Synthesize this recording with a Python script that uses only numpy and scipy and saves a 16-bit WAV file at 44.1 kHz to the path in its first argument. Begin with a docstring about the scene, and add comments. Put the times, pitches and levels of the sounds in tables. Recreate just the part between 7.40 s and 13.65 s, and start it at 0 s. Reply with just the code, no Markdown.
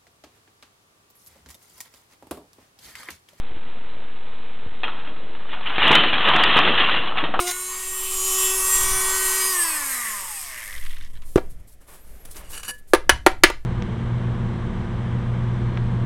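"""Rotary tool and thin sheet metal

A small rotary tool leaves a thin metal sheet, whines free, is switched off, coasts down, is laid on a wooden bench.
A hand rustles over, drags the sheet up so that it rings, and taps its edge four times on the bench, clipping.
Tool: sines on shaft multiples, casing-filtered noise beaten once a turn, vent noise. Contacts: noise into damped modes.
Hand: noise swells and stutter. Whistle: two gliding near-sines. All but shop noise and sway gets a short room tail.
"""
import sys
import numpy as np
from scipy import signal
from scipy.fft import rfft, irfft
from scipy.io import wavfile
from scipy.ndimage import uniform_filter1d, map_coordinates

SR = 44100
rng = np.random.default_rng(int(sys.argv[2]) if len(sys.argv) > 2 else 0)


def generate_wav(signal):
    """Clip the signal to [-1, 1] and save it as 16-bit WAV at the path in sys.argv[1]."""
    frames = np.transpose(np.atleast_2d(signal))
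    scaled = np.clip(frames, -1, 1) * 32767
    pcm = np.round(scaled).astype(np.int16)
    wavfile.write(sys.argv[1], SR, pcm)


N = 275625
TIME = np.arange(N) / SR


def undb(db):
    """dB to amplitude ratio."""
    return 10 ** (np.asarray(db) / 20)


def unit(x):
    """Scale to rms 1."""
    return x / np.sqrt(np.mean(x ** 2))


def noise(count=N):
    """White Gaussian noise."""
    return rng.standard_normal(count)


def columns(table, outside=-120.):
    """Table columns as curves in time; `outside` beyond the table's ends."""
    s, *rest = np.transpose(table)
    return [np.interp(TIME, s, c, outside, outside) for c in rest]


def humps(table, rise=0.96):
    """One gain curve per dB column: a bell per row (centre, width), rising side narrowed by `rise`."""
    out = np.zeros((len(table[0]) - 2, N))
    for s, width, *db in table:
        near = slice(max(int((s - 4 * width) * SR), 0), int((s + 4 * width) * SR))
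        t = TIME[near] - s
        side_width = np.where(t < 0, rise * width, width)
        out[:, near] += np.outer(undb(db), np.exp(-.5 * (t / side_width) ** 2))
    return out


def colour(x, points):
    """Filter by (Hz, dB) points on a log-frequency axis; rms 1."""
    hz, db = np.transpose(points)
    f = np.arange(N // 2 + 1) * SR / N + 1
    gain = undb(np.interp(np.log(f), np.log(hz), db, -90, -90))
    return unit(irfft(rfft(x) * gain, N))


def band(x, hz, width_hz):
    """Two-pole resonance, gain 1 at the centre."""
    return signal.lfilter(*signal.iirpeak(min(hz, .45 * SR), hz / width_hz, SR), x)


def steep(x, hz, width_hz):
    """Resonance applied twice; rms 1."""
    return unit(band(band(x, hz, width_hz), hz, width_hz))


def ring(force, modes):
    """Damped modes (Hz, dB, t60 s) driven by a force."""
    out = 0
    for hz, db, t60_s in modes:
        r = np.exp(-np.log(1000) / (t60_s * SR))
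        w = 2 * np.pi * hz / SR
        out = out + undb(db) * signal.lfilter([0, r * np.sin(w)], [1, -2 * r * np.cos(w), r * r], force)
    return out


def walk(rate_hz):
    """Random levels held 1 / rate_hz s and slewed twice; spread near 1."""
    hold = max(int(SR / rate_hz / 32), 1)
    coarse = np.repeat(noise(N // 256), hold)[:N // 32 + 1]
    coarse = uniform_filter1d(uniform_filter1d(coarse, hold), hold)
    return 1.3 * uniform_filter1d(np.repeat(coarse, 32)[:N], size=32)


def grit(spread_db):
    """Noise of uneven grains; rms 1."""
    return unit(noise() * undb(spread_db * np.minimum(rng.exponential(size=N), 4)))


def clatter(turn, renew_turns):
    """Noise repeating every turn, renewed over `renew_turns`: blurred lines on all orders; rms 1."""
    pattern = noise((512, 128))
    where = [turn / renew_turns, turn % 1 * 128]
    return unit(map_coordinates(pattern, where, order=1, mode="grid-wrap"))


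# shop noise spectrum: [f/Hz, relative level/dB per Hz]
SHOP_SPECTRUM = [(53, -18), (90, -1.5), (135, -26.5), (170, -3.5), (240, -10.5), (488, -9.5), (753, -14.5),
                 (956, -23), (1870, -18.5), (4170, -29), (12500, -26), (14000, -35.5), (16000, -44)]
SHOP_DB, SHOP_SWELL_DB = -61, 2.5


def shop():
    """Low-weighted background noise, slowly swelling."""
    return undb(SHOP_DB + SHOP_SWELL_DB * walk(2.35)) * colour(noise(), SHOP_SPECTRUM)


# bench and mount set swaying under the microphone: [centre t/s, width/s, sway level/dB, buffeting level/dB]
SWAYS = [(1.0, 0.36, -37, -67), (1.5, 0.1, -25.5, -39.5), (1.76, 0.14, -34, -72),
         (3.43, 0.07, -28.5, -58.5), (3.7, 0.17, -30.5, -48.5), (3.975, 0.0073, -31.5, -22.5),
         (4.1, 0.1, -31.5, -44.5), (4.39, 0.043, -45.5, -75.5), (4.7, 0.023, -38, -61),
         (4.96, 0.13, -32, -55.5), (5.2, 0.096, -50, -56.5), (5.58, 0.041, -25, -49),
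         (5.72, 0.033, -23.5, -30), (5.9, 0.087, -24.5, -40), (6.05, 0.022, -25, -46),
         (6.13, 0.072, -27, -48)]
# sway spectrum: [f/Hz, relative level/dB per Hz]
SWAY_SPECTRUM = [(5.9, -21.5), (10, 12), (20, -7.5), (60, -14.5), (78, -49.5), (130, -120)]
CALM_SWAY_DB, CALM_BUFFET_DB = -45, -59


def mount_sway():
    """Low-frequency noise: sway plus buffeting near 45 Hz, swelling over a calm floor."""
    sway, buffet = humps(SWAYS) + undb([[CALM_SWAY_DB], [CALM_BUFFET_DB]])
    return sway * colour(noise(), SWAY_SPECTRUM) + buffet * steep(noise(), 45.0, 75.0)


FREE_HZ, LOAD_HZ, RELIEF_S, RECOVER_S = 379.1, 23.5, .05, .23
OFF_S, FRICTION_HZ_PER_S, DRAG_PER_S = 2.1016, 127.9, .4788


def shaft():
    """Turns per second: held down by the bite, recovers; after switch-off friction and air drag slow it."""
    driven = FREE_HZ - LOAD_HZ * np.exp(-np.maximum(TIME - RELIEF_S, 0) / RECOVER_S)
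    stall = FRICTION_HZ_PER_S / DRAG_PER_S
    coasting = (driven + stall) * np.exp(-DRAG_PER_S * np.maximum(TIME - OFF_S, 0)) - stall
    return np.maximum(coasting, 0)


# the bit's last catches in the sheet: [centre t/s, width/s, knocking level/dB, screech level/dB]
BITE = [(.005, 0.019, -46, -35), (.081, 0.011, -35.5, -31), (.098, 0.0051, -36.5, -43),
        (.114, 0.0051, -44, -29)]


def bite(turn):
    """Once-a-turn decaying strikes and uneven grains, both through resonances."""
    knocking, screeching = humps(BITE)
    strike = np.exp(-(turn % 1) / 0.032)
    knock = steep(strike, 700.0, 610.0) + steep(strike, 3740.0, 570.0)
    knock += .5 * steep(strike, 1470.0, 320.0) + 1.25 * steep(strike, 5900.0, 2000.)
    screech = unit(band(grit(5.2), 6200.0, 15000.0)) + 0.93 * steep(grit(6.5), 9600.0, 970.0)
    screech += .5 * steep(grit(4.2), 6700.0, 670.0) + 0.76 * steep(grit(0.85), 2140.0, 400.0)
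    return knocking * knock + screeching * screech


# tones: [multiple of shaft rate, relative level/dB]; levels apply to multiples without a column below
ORDERS = [(1, -8), (2, -6), (3, -0.5), (4, -7), (5, -5), (6, -6), (7, -5), (8, -4), (9, -5.5), (10, -13.5),
          (11, -4.5), (12, -19.5), (13, -11.5), (14, -14), (15, -9.5), (16, -9), (17, -7), (18, -6),
          (19, -19), (20, 0), (21, -12), (22, -14), (23, -7.5), (24, -2), (25, -10), (26, -4), (27, -29),
          (28, -13.5), (29, -22.5), (30, -24.5), (31, -27), (32, -7.5), (33, -18), (34, -18.5)]
# clearest tones as the tool turns: [t/s, level/dB of unbalance hum, fan, collet, brush, slot, top whine]
WHINE = [(0, -27, -62, -54, -49, -38, -56), (.07, -34.5, -65, -42, -39, -32, -51),
         (.11, -45, -54.5, -55, -36, -36, -63), (.44, -47.5, -43.5, -62, -41, -38.5, -65),
         (.6, -45, -46, -43.5, -30.5, -36, -52), (.84, -39, -56, -40.5, -33, -44.5, -41),
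         (1.05, -34.5, -34, -34.5, -24.5, -54, -41), (1.19, -36, -39.5, -55, -38.5, -27.5, -31),
         (1.34, -41, -32, -54, -16.5, -27.5, -38), (1.47, -39, -33.5, -55, -38, -33, -44.5),
         (1.65, -36.5, -34, -45, -32.5, -25, -31), (1.87, -37, -32.5, -41, -30, -29.5, -43),
         (2.09, -38, -33, -48, -37.5, -40, -64), (2.2, -39, -30, -47.5, -34, -29, -66),
         (2.43, -44, -38, -49, -63, -70, -43), (2.7, -48.5, -39, -48, -55.5, -41, -67),
         (3, -76, -52, -59, -73, -70, -71), (3.4, -75, -68, -64, -68, -73.5, -75)]
# shaft multiples of the WHINE level columns
WHINE_ORDERS = (1, 5, 8, 20, 24, 28)
# further tones: [t/s, five levels/dB]
OVERTONES = [(0, -39, -39, -55, -60, -53), (0.05, -34, -49, -54, -54, -50), (0.1, -40, -34, -53, -50, -49),
             (0.14, -63, -55, -45, -70, -55), (0.3, -61, -44.5, -49, -67, -60),
             (0.55, -54.5, -56, -57, -54, -47.5), (0.75, -54, -46, -72, -57, -51),
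             (0.95, -43.5, -37, -63, -37, -35), (1.15, -44.5, -43.5, -49, -41.5, -45),
             (1.35, -62, -38, -45.5, -49, -36.5), (1.55, -42, -39, -40.5, -45, -36),
             (1.75, -52, -43, -43.5, -50, -47.5), (1.95, -66, -53, -41, -53, -41),
             (2.1, -50, -36, -46, -42, -42), (2.25, -51, -39.5, -43, -43, -42),
             (2.4, -53.5, -53, -37, -52, -53), (2.6, -59.5, -54, -55, -59, -49),
             (2.8, -65, -56, -44, -65, -67), (3.05, -74, -83, -66, -64, -48),
             (3.4, -67, -67, -63, -75, -75)]
# shaft multiples of the OVERTONES level columns
OVERTONE_ORDERS = (2, 3, 6, 14, 16)
# casing response to the gliding tones, except overtones, while coasting: [f/Hz, gain/dB]
COASTING = [(300, -4.5), (1000, 2), (1400, -7), (1900, 1.5), (2600, 9), (3500, -13), (4300, -18),
            (5100, -9), (5900, -16), (8000, -6), (13000, 3)]
WAVER_TURNS_PER_ORDER = .0065  # blurs the higher tones more
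WHINING = slice(int(3.5 * SR))  # tones computed up to 3.5 s


def shaft_tones(hz, turn, log_speed, coast, air_db, boom_db, collet_db):
    """Sines on shaft multiples, wavering in level and phase."""
    tabled = dict(zip(WHINE_ORDERS + OVERTONE_ORDERS, columns(WHINE) + columns(OVERTONES)))
    coast_hz, coast_db = np.transpose(COASTING)
    tones = np.zeros(N)
    for order, db in ORDERS:
        k = round(order)
        if k in tabled:
            level_db = tabled[k]
        else:  # follow the noise near them; higher ones fade faster with speed
            if k < 6:
                follow_db = boom_db - 8 + 40 * log_speed
            elif k < 12:
                follow_db = collet_db - 8 + 70 * log_speed
            else:
                follow_db = air_db - 8 + 75 * log_speed
            level_db = follow_db + db - 2.5 + 4.14 * walk(4.25)
        if k not in OVERTONE_ORDERS:
            level_db = level_db + coast * np.interp(k * hz, coast_hz, coast_db)
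        level_db = level_db + min(0.53 * k, 2.2) * walk(30.5)
        start_turns = rng.random()
        waver_turns = (0.042 + WAVER_TURNS_PER_ORDER * k) * walk(25.)
        phase = 2 * np.pi * (k * turn + start_turns + waver_turns)
        tones[WHINING] += np.sqrt(2) * undb(level_db[WHINING]) * np.sin(phase[WHINING])
    return tones


def turn_beat(hz, turn):
    """Gain decaying within each turn; at low speed each turn is its own uneven knock."""
    slow = np.clip(1 - hz / 190, 0, 1)
    knock_size = undb(4 * noise(2048))[turn.astype(int)]
    decay = np.exp(-(turn % 1) / (0.44 - 0.067 * slow))
    beat = 1 - (0.15 + .5 * slow) * (1 - 5.83 * decay * knock_size ** slow)
    return uniform_filter1d(beat, size=48) * (1 - slow) + uniform_filter1d(beat, size=130) * slow


# housing, nose, collet, brush caps: [f/Hz, width/Hz]
CASING = [(1085, 380), (1920, 520), (2900, 1700), (5400, 2400)]


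def casing_rattle(turn, beat, repeat, casing_db):
    """Beaten, partly turn-repeating noise in the casing resonances, over a low murmur."""
    loose = .4 * repeat
    rattle = 0
    for (hz, width_hz), db in zip(CASING, casing_db):
        level = undb(db + 1.6 * walk(14)) / np.hypot(1, loose)
        drive = beat * (noise() + loose * clatter(turn, 4.))
        rattle = rattle + level * steep(drive, hz, width_hz)
    murmur = undb(casing_db[0] - 16) * unit(band(noise(), 580.0, 1100.0))
    return rattle + murmur


# vent noise colour: [f/Hz, gain/dB]
VENTS = [(3820, -57), (6500, -4), (8890, 3), (9800, 1), (12300, 2.5), (13300, -2), (14700, -14.5),
         (15200, -18.5), (16000, -8)]
# casing resonances lit by gliding shaft orders while coasting: [f/Hz, width/Hz, level/dB re air rush]
SINGING = [(5080, 680, -21), (8450, 800, -5), (11500, 2000, -14)]
PATCHY_DB, SINGING_FADE_DB_PER_S = 1, 8
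SWISH_ORDER, SWISH_WIDTH_HZ, SWISH_DB = 40, 450, -20  # SWISH_DB re air rush at full speed


def vent_air(turn, beat, repeat, log_speed, coast, air_db):
    """Air through the vents in separately swelling bands, a swish gliding with the shaft, coasting resonances."""
    gust = (0.5 + 0.42 * beat) * (grit(6.3) + repeat * clatter(turn, 9.))
    patches = sum(undb(PATCHY_DB * walk(4.15)) * band(gust, f, 0.25 * f) for f in 4000 * 1.2 ** np.arange(8))
    rush = colour(patches, VENTS) / np.hypot(1, repeat) * undb(air_db + 0.85 * walk(13.0))
    # near-DC noise shifted up to a shaft multiple
    swish = steep(noise(), 0.93, SWISH_WIDTH_HZ) * np.sin(2 * np.pi * SWISH_ORDER * turn)
    swish = undb(air_db + SWISH_DB + 20 * log_speed) * swish
    pattern = clatter(turn, 32.)
    singing = 0
    for hz, width_hz, db in SINGING:
        level_db = air_db + db - SINGING_FADE_DB_PER_S * (TIME - OFF_S) + 2.1 * walk(7.91)
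        singing = singing + undb(level_db) * steep(pattern, hz, width_hz)
    return rush + swish + coast * singing


# tool as carried and turned: [t/s, level/dB of air rush, housing boom, nose rattle, collet rattle, brush-cap hiss]
HELD = [(0, -34, -36.5, -49, -36.5, -36), (.17, -34, -41, -46, -38.5, -43),
        (.5, -30.5, -40.5, -44.5, -39, -43.5), (.72, -27.5, -40, -58, -35, -36.5),
        (.92, -23, -35, -59, -30.5, -37), (1.03, -22.5, -33.5, -47, -28.5, -34),
        (1.15, -24, -31, -52, -31.5, -38), (1.42, -21.5, -28.5, -45, -28, -32.5),
        (1.55, -23.5, -29.5, -34, -32.5, -33.5), (1.9, -22.5, -28.5, -34.5, -33.5, -33),
        (2.13, -21.5, -33, -37, -32.5, -39), (2.22, -23, -32, -34, -33, -33),
        (2.4, -26, -32.5, -33.5, -39, -36.5), (2.55, -27, -35.5, -29, -41, -35),
        (2.7, -28, -38.5, -30.5, -40.5, -36), (2.84, -30.5, -39, -35, -42, -41),
        (2.96, -29.5, -45, -40, -43.5, -37), (3.08, -34.5, -48, -40, -45, -39),
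        (3.2, -37.5, -44, -32.5, -44.5, -46), (3.35, -39, -55, -40.5, -49, -45),
        (3.46, -44.5, -54, -51, -45.5, -53), (3.65, -55, -64, -57, -55, -60),
        (3.75, -56, -61.5, -69, -64, -70), (3.9, -65, -59, -61, -68, -72)]
COAST_ONSET_S = 0.14


def motor():
    """One shaft angle drives the tones, casing rattle, vent air and bite."""
    hz = shaft()
    air_db, *casing_db = columns(HELD)
    turn = np.cumsum(hz * (1 + 0.000397 * walk(60))) / SR
    log_speed = np.log10(hz / hz.max() + 0.0074)
    coast = np.clip((TIME - OFF_S) / COAST_ONSET_S, 0, 1)
    tones = shaft_tones(hz, turn, log_speed, coast, air_db, casing_db[0], casing_db[2])
    beat = turn_beat(hz, turn)
    # loose parts repeat their pattern more faithfully at lower speed
    repeat = 0.44 + np.clip(-6 * log_speed, 0, .25)
    rattle = casing_rattle(turn, beat, repeat, casing_db)
    air = vent_air(turn, beat, repeat, log_speed, coast, air_db)
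    return tones + rattle + air + bite(turn)


# last slow turns catching one by one: [t/s, level/dB]
CATCHES = [(3.2277, -32), (3.3252, -29), (3.36, -31), (3.3784, -28), (3.428, -35), (3.4617, -29),
           (3.505, -33), (3.532, -35), (3.5676, -33), (3.6096, -34), (3.661, -39.5), (3.635, -38),
           (3.7398, -48.5), (3.753, -42), (3.763, -42), (3.772, -41.5)]
CATCH_S = 0.0051


def catches():
    """Short noise rasps of the slowing shaft, resonating in nose and collet."""
    rasp = np.zeros(N)
    t = TIME[:1024] / CATCH_S
    for s, db in CATCHES:
        i = int(s * SR)
        rasp[i:i + len(t)] += undb(db) * noise(len(t)) * np.minimum(4 * t, 1) * np.exp(-t)
    nose = 3.2 * band(band(rasp, 1920., 860.0), 1920., 860.0)
    collet = 2.2 * band(band(rasp, 3100.0, 1200.0), 3100.0, 1200.0)
    return nose + collet


# tool, cable and fingernails: [t/s, level/dB, f/Hz]
TICKS = [(3.82, -35, 3130), (3.834, -42, 1600), (4.0598, -55.5, 9900), (4.853, -34.5, 9320),
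         (4.858, -51, 4000), (4.912, -33, 9410), (4.9462, -39, 3000), (4.9663, -30.5, 5500),
         (5.1083, -42, 3000), (5.1442, -31, 2900), (5.18, -29, 2860), (5.2335, -27, 2950),
         (5.4779, -56, 8200)]


def ticks():
    """Few-millisecond decaying noise clicks, band-passed."""
    out = np.zeros(N)
    t = TIME[:2048]
    for s, db, hz in TICKS:
        i = int(s * SR)
        out[i:i + len(t)] += undb(db) * band(noise(len(t)) * np.exp(-t / 0.006), hz, 0.5 * hz)
    return out


# cloth and skin brushing the bench: [peak t/s, width/s, hiss level/dB, body level/dB]
BRUSHES = [(3.875, 0.094, -51.5, -71), (4.04, 0.036, -77, -65), (4.105, 0.025, -55.5, -68),
           (4.2, 0.0083, -61.5, -61), (4.283, 0.029, -54, -69.5), (4.325, 0.017, -59, -84),
           (4.416, 0.029, -60.5, -61), (4.492, 0.051, -51.5, -52), (4.545, 0.051, -56.5, -57.5),
           (4.68, 0.13, -60, -61.5), (4.853, 0.0051, -44, -47), (4.875, 0.028, -57, -55),
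           (4.912, 0.021, -46, -64), (4.965, 0.029, -42.5, -45), (5.02, 0.046, -65, -49),
           (5.11, 0.045, -41.5, -51), (5.34, .02, -54, -72), (5.385, 0.012, -54, -75),
           (5.49, 0.039, -55, -70)]
# sliding-hand hiss: [f/Hz, gain/dB]
SKIN = [(3000, -9.5), (6000, -7.5), (9000, 0.5), (12500, -0.5), (14000, -7), (16300, -10)]
# sheet jerking over the wood: [peak t/s, width/s, level/dB of slips under the fingers, of the freed sheet]
JERKS = [(4.948, 0.01, -52, -66), (4.978, 0.0077, -41.5, -85), (5.05, 0.034, -45.5, -85),
         (5.14, 0.037, -31.5, -52.5), (5.175, 0.004, -27, -65), (5.2, 0.019, -45, -70),
         (5.232, 0.0034, -25.5, -45), (5.25, 0.032, -34, -55), (5.281, 0.0063, -56, -28.5),
         (5.294, 0.0091, -26, -41), (5.307, 0.0034, -33.5, -37)]
# modes of the free sheet: [f/Hz, level/dB, t60/s]
SHEET = [(501, -22, .18), (1712, -6, .25), (1846, -13, .1), (2945, -7, .16), (4689, -13, .06),
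         (5905, -16, .08), (7020, -13, .08), (7671, -18, .12), (8253, -5, .05), (9300, -9, .07),
         (9690, -10, .09), (10300, -7, .06), (11230, -7, .065), (12400, -13, .03), (13400, -13, .03)]
SNAP = 0.25  # hand movements start this much quicker than they end


def hand():
    """Sliding cloth and skin as noise; the sheet's stuttering slips drive its modes and the wood."""
    hiss, body = humps(BRUSHES, SNAP) * undb(0.76 * walk(90))
    rustle = hiss * colour(grit(3.8), SKIN) + body * steep(grit(1.3), 370.0, 1900.0)
    held, free = humps(JERKS, SNAP) * undb(1.0 * walk(120)) * grit(6.3)
    # fingers shorten and weaken the modes
    pressed = [(hz, db - 6 * (hz < 2000) - 4 * (hz > 9500), min(0.4 * t60, .03)) for hz, db, t60 in SHEET]
    sheet = undb(-24.5) * ring(held, pressed) + undb(-21) * ring(free, SHEET)
    scrape = 0.1 * band(held + free, 5800.0, 11870.0)
    wood = 0.39 * band(held + free, 1800.0, 2600.0)
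    return rustle + sheet + scrape + wood


# bench blows: [t/s, level/dB, hardness f/Hz, sheet ring level/dB, clatter level/dB, chatter decay/s]
BLOWS = [(3.9584, 1, 380, -74, -10, 0.00056), (3.9746, -16, 2000, -82.5, -13, 0.0012),
         (3.9809, -10, 1390, -87, -25, 0.00043), (3.991, -50, 9000, -88, 3, 0.0027),
         (5.5351, 5.5, 1270, -17.5, -15, 0.0014), (5.5475, -6, 1300, -42, -7.5, 0.0015),
         (5.6942, 3.5, 2900, -21.5, -5.5, 0.002), (5.8640, 5.5, 2400, -38, -10.5, 0.0042),
         (5.9160, -29.5, 6000, -14, -10, .001), (6.0358, 9.5, 3850, -26.5, -6.5, 0.0023),
         (6.1, -15.5, 1510, -47, -8, 0.0022)]
# bench-top modes: [f/Hz, level/dB, t60/s]
BENCH = [(375, 1, .032), (530, -1, .028), (630, -2, .025), (743, -1, .03), (930, -2, .025),
         (1180, -2, .025), (1400, -2, .025), (1680, -1, .022), (2062, -3, .018), (2320, -2, .018),
         (2650, -4, .015), (3150, -2, .015), (4100, -6, .01), (5100, -8, .008)]
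# free edge of the pinched sheet: [f/Hz, level/dB, t60/s]
EDGE_RING = [(9740, -9, .06)]
# whole bench under a soft heavy blow: [f/Hz, level/dB, t60/s]
THUD = [(176, -22, 0.048), (228, -14, 0.07), (382, 12, 0.028), (636, -5, 0.033)]
THUD_BELOW_HZ, THUD_PUSH_S, THUD_TOP_DB = 500, 0.0016, -12  # hardness limit; push; bench top re thud
SETTLE_S, SETTLE_SHARE = 0.025, 0.07  # loose things keep rattling


def blows():
    """Each blow is a short chatter of contacts into bench and sheet, with a clatter of loose things."""
    out = np.zeros(N)
    t = TIME[:SR // 3]
    pinched = [(hz, db - 13 * (hz > 6000), 0.27 * t60) for hz, db, t60 in SHEET] + EDGE_RING
    for s, db, hard_hz, sheet_db, clatter_db, chatter_s in BLOWS:
        force = noise(len(t)) * (rng.random(len(t)) < .05) * np.exp(-t / chatter_s) * 2.33
        force[0] = -1
        soft = signal.lfilter(*signal.butter(N=2, Wn=min(hard_hz, 15000.), fs=SR), force)
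        # the bench top radiates little bass
        wood = signal.lfilter(*signal.butter(6, 330., "high", fs=SR), ring(soft, BENCH))
        crack = band(noise(len(t)), 0.5 * hard_hz, 5400.0) * np.exp(-t / 0.0043)
        shudder = steep(noise(len(t)), 300 + 0.43 * hard_hz, 1500.0) * np.exp(-t / 0.0086)
        settle = steep(noise(len(t)), 300 + 0.68 * hard_hz, 4000.0) * np.exp(-t / SETTLE_S)
        shudder = shudder + SETTLE_SHARE * settle
        shudder = signal.lfilter(*signal.butter(N=4, Wn=340., btype="high", fs=SR), shudder)
        hit = wood / np.abs(wood).max()
        hit = hit + undb(sheet_db) * ring(force, pinched) + undb(clatter_db) * (crack + 0.79 * shudder)
        if hard_hz < THUD_BELOW_HZ:
            thud = ring(-np.sin(np.pi * np.minimum(t / THUD_PUSH_S, 1)), THUD)
            hit = undb(THUD_TOP_DB) * hit + thud / np.abs(thud).max()
        i = int(s * SR)
        out[i:i + len(t)] += (undb(db) * hit)[:N - i]
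    return out


# thin whistle arching over as the hand slides away: [t/s, f/Hz, level/dB, lower companion level/dB]
WHISTLE = [(4.56, 10100, -68, -80), (4.6, 11300, -61, -85), (4.625, 12100, -61, -85),
           (4.665, 12200, -64, -66), (4.685, 12850, -61, -64), (4.72, 12750, -61, -63),
           (4.75, 12000, -61, -66), (4.795, 12000, -60, -72), (4.83, 11500, -61, -85),
           (4.86, 10600, -59, -85), (4.905, 9600, -61, -90)]
COMPANION_HZ = 1600  # below the whistle


def whistle():
    """Two slightly unsteady near-sines that bend together."""
    hz, db, low_db = columns(WHISTLE)
    hz = np.maximum(hz, 2 * COMPANION_HZ) * (1 + 0.0016 * walk(80))
    out = 0
    for f, level_db in ((hz, db), (hz - COMPANION_HZ, low_db)):
        sine = np.sin(2 * np.pi * np.cumsum(f) / SR)
        out = out + np.sqrt(2) * undb(level_db + 2.5 * walk(60)) * sine
    return out


# room decay: [f/Hz, t60/s]
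ROOM_T60 = [(100, 0.15), (1000, 0.22), (4000, 0.24), (12000, 0.061)]
ROOM_DB = -17.5


def room(x):
    """A small cluttered workshop: octave-band noise tail whose top treble dies first."""
    t = TIME[:SR // 2]
    hz, t60_s = np.transpose(ROOM_T60)
    tail = 0
    for f in 250 * 2. ** np.arange(6):
        decay = undb(-60 * t / np.interp(np.log(f), np.log(hz), t60_s))
        tail = tail + band(noise(len(t)), f, 1.36 * f) * decay
    tail = tail * np.clip(t / 0.00088, 0, 1)
    return undb(ROOM_DB) * signal.fftconvolve(x, tail / np.sqrt(np.sum(tail ** 2)))[:N]


def scene():
    """Near sources with room tail, plus sway and shop noise; two identical channels."""
    near = motor() + blows() + ticks() + catches() + hand() + whistle()
    background = mount_sway() + shop()
    return np.tile(near + room(near) + background, (2, 1))


TOP_HZ = 16300


def record(dry):
    """Converter clips peaks; steep low-pass cuts the top."""
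    low_pass = signal.ellip(12, .2, 85, TOP_HZ, fs=SR, output="sos")
    return signal.sosfilt(low_pass, np.clip(dry, -.97, .97))


dry = scene()
out = record(dry)
generate_wav(out)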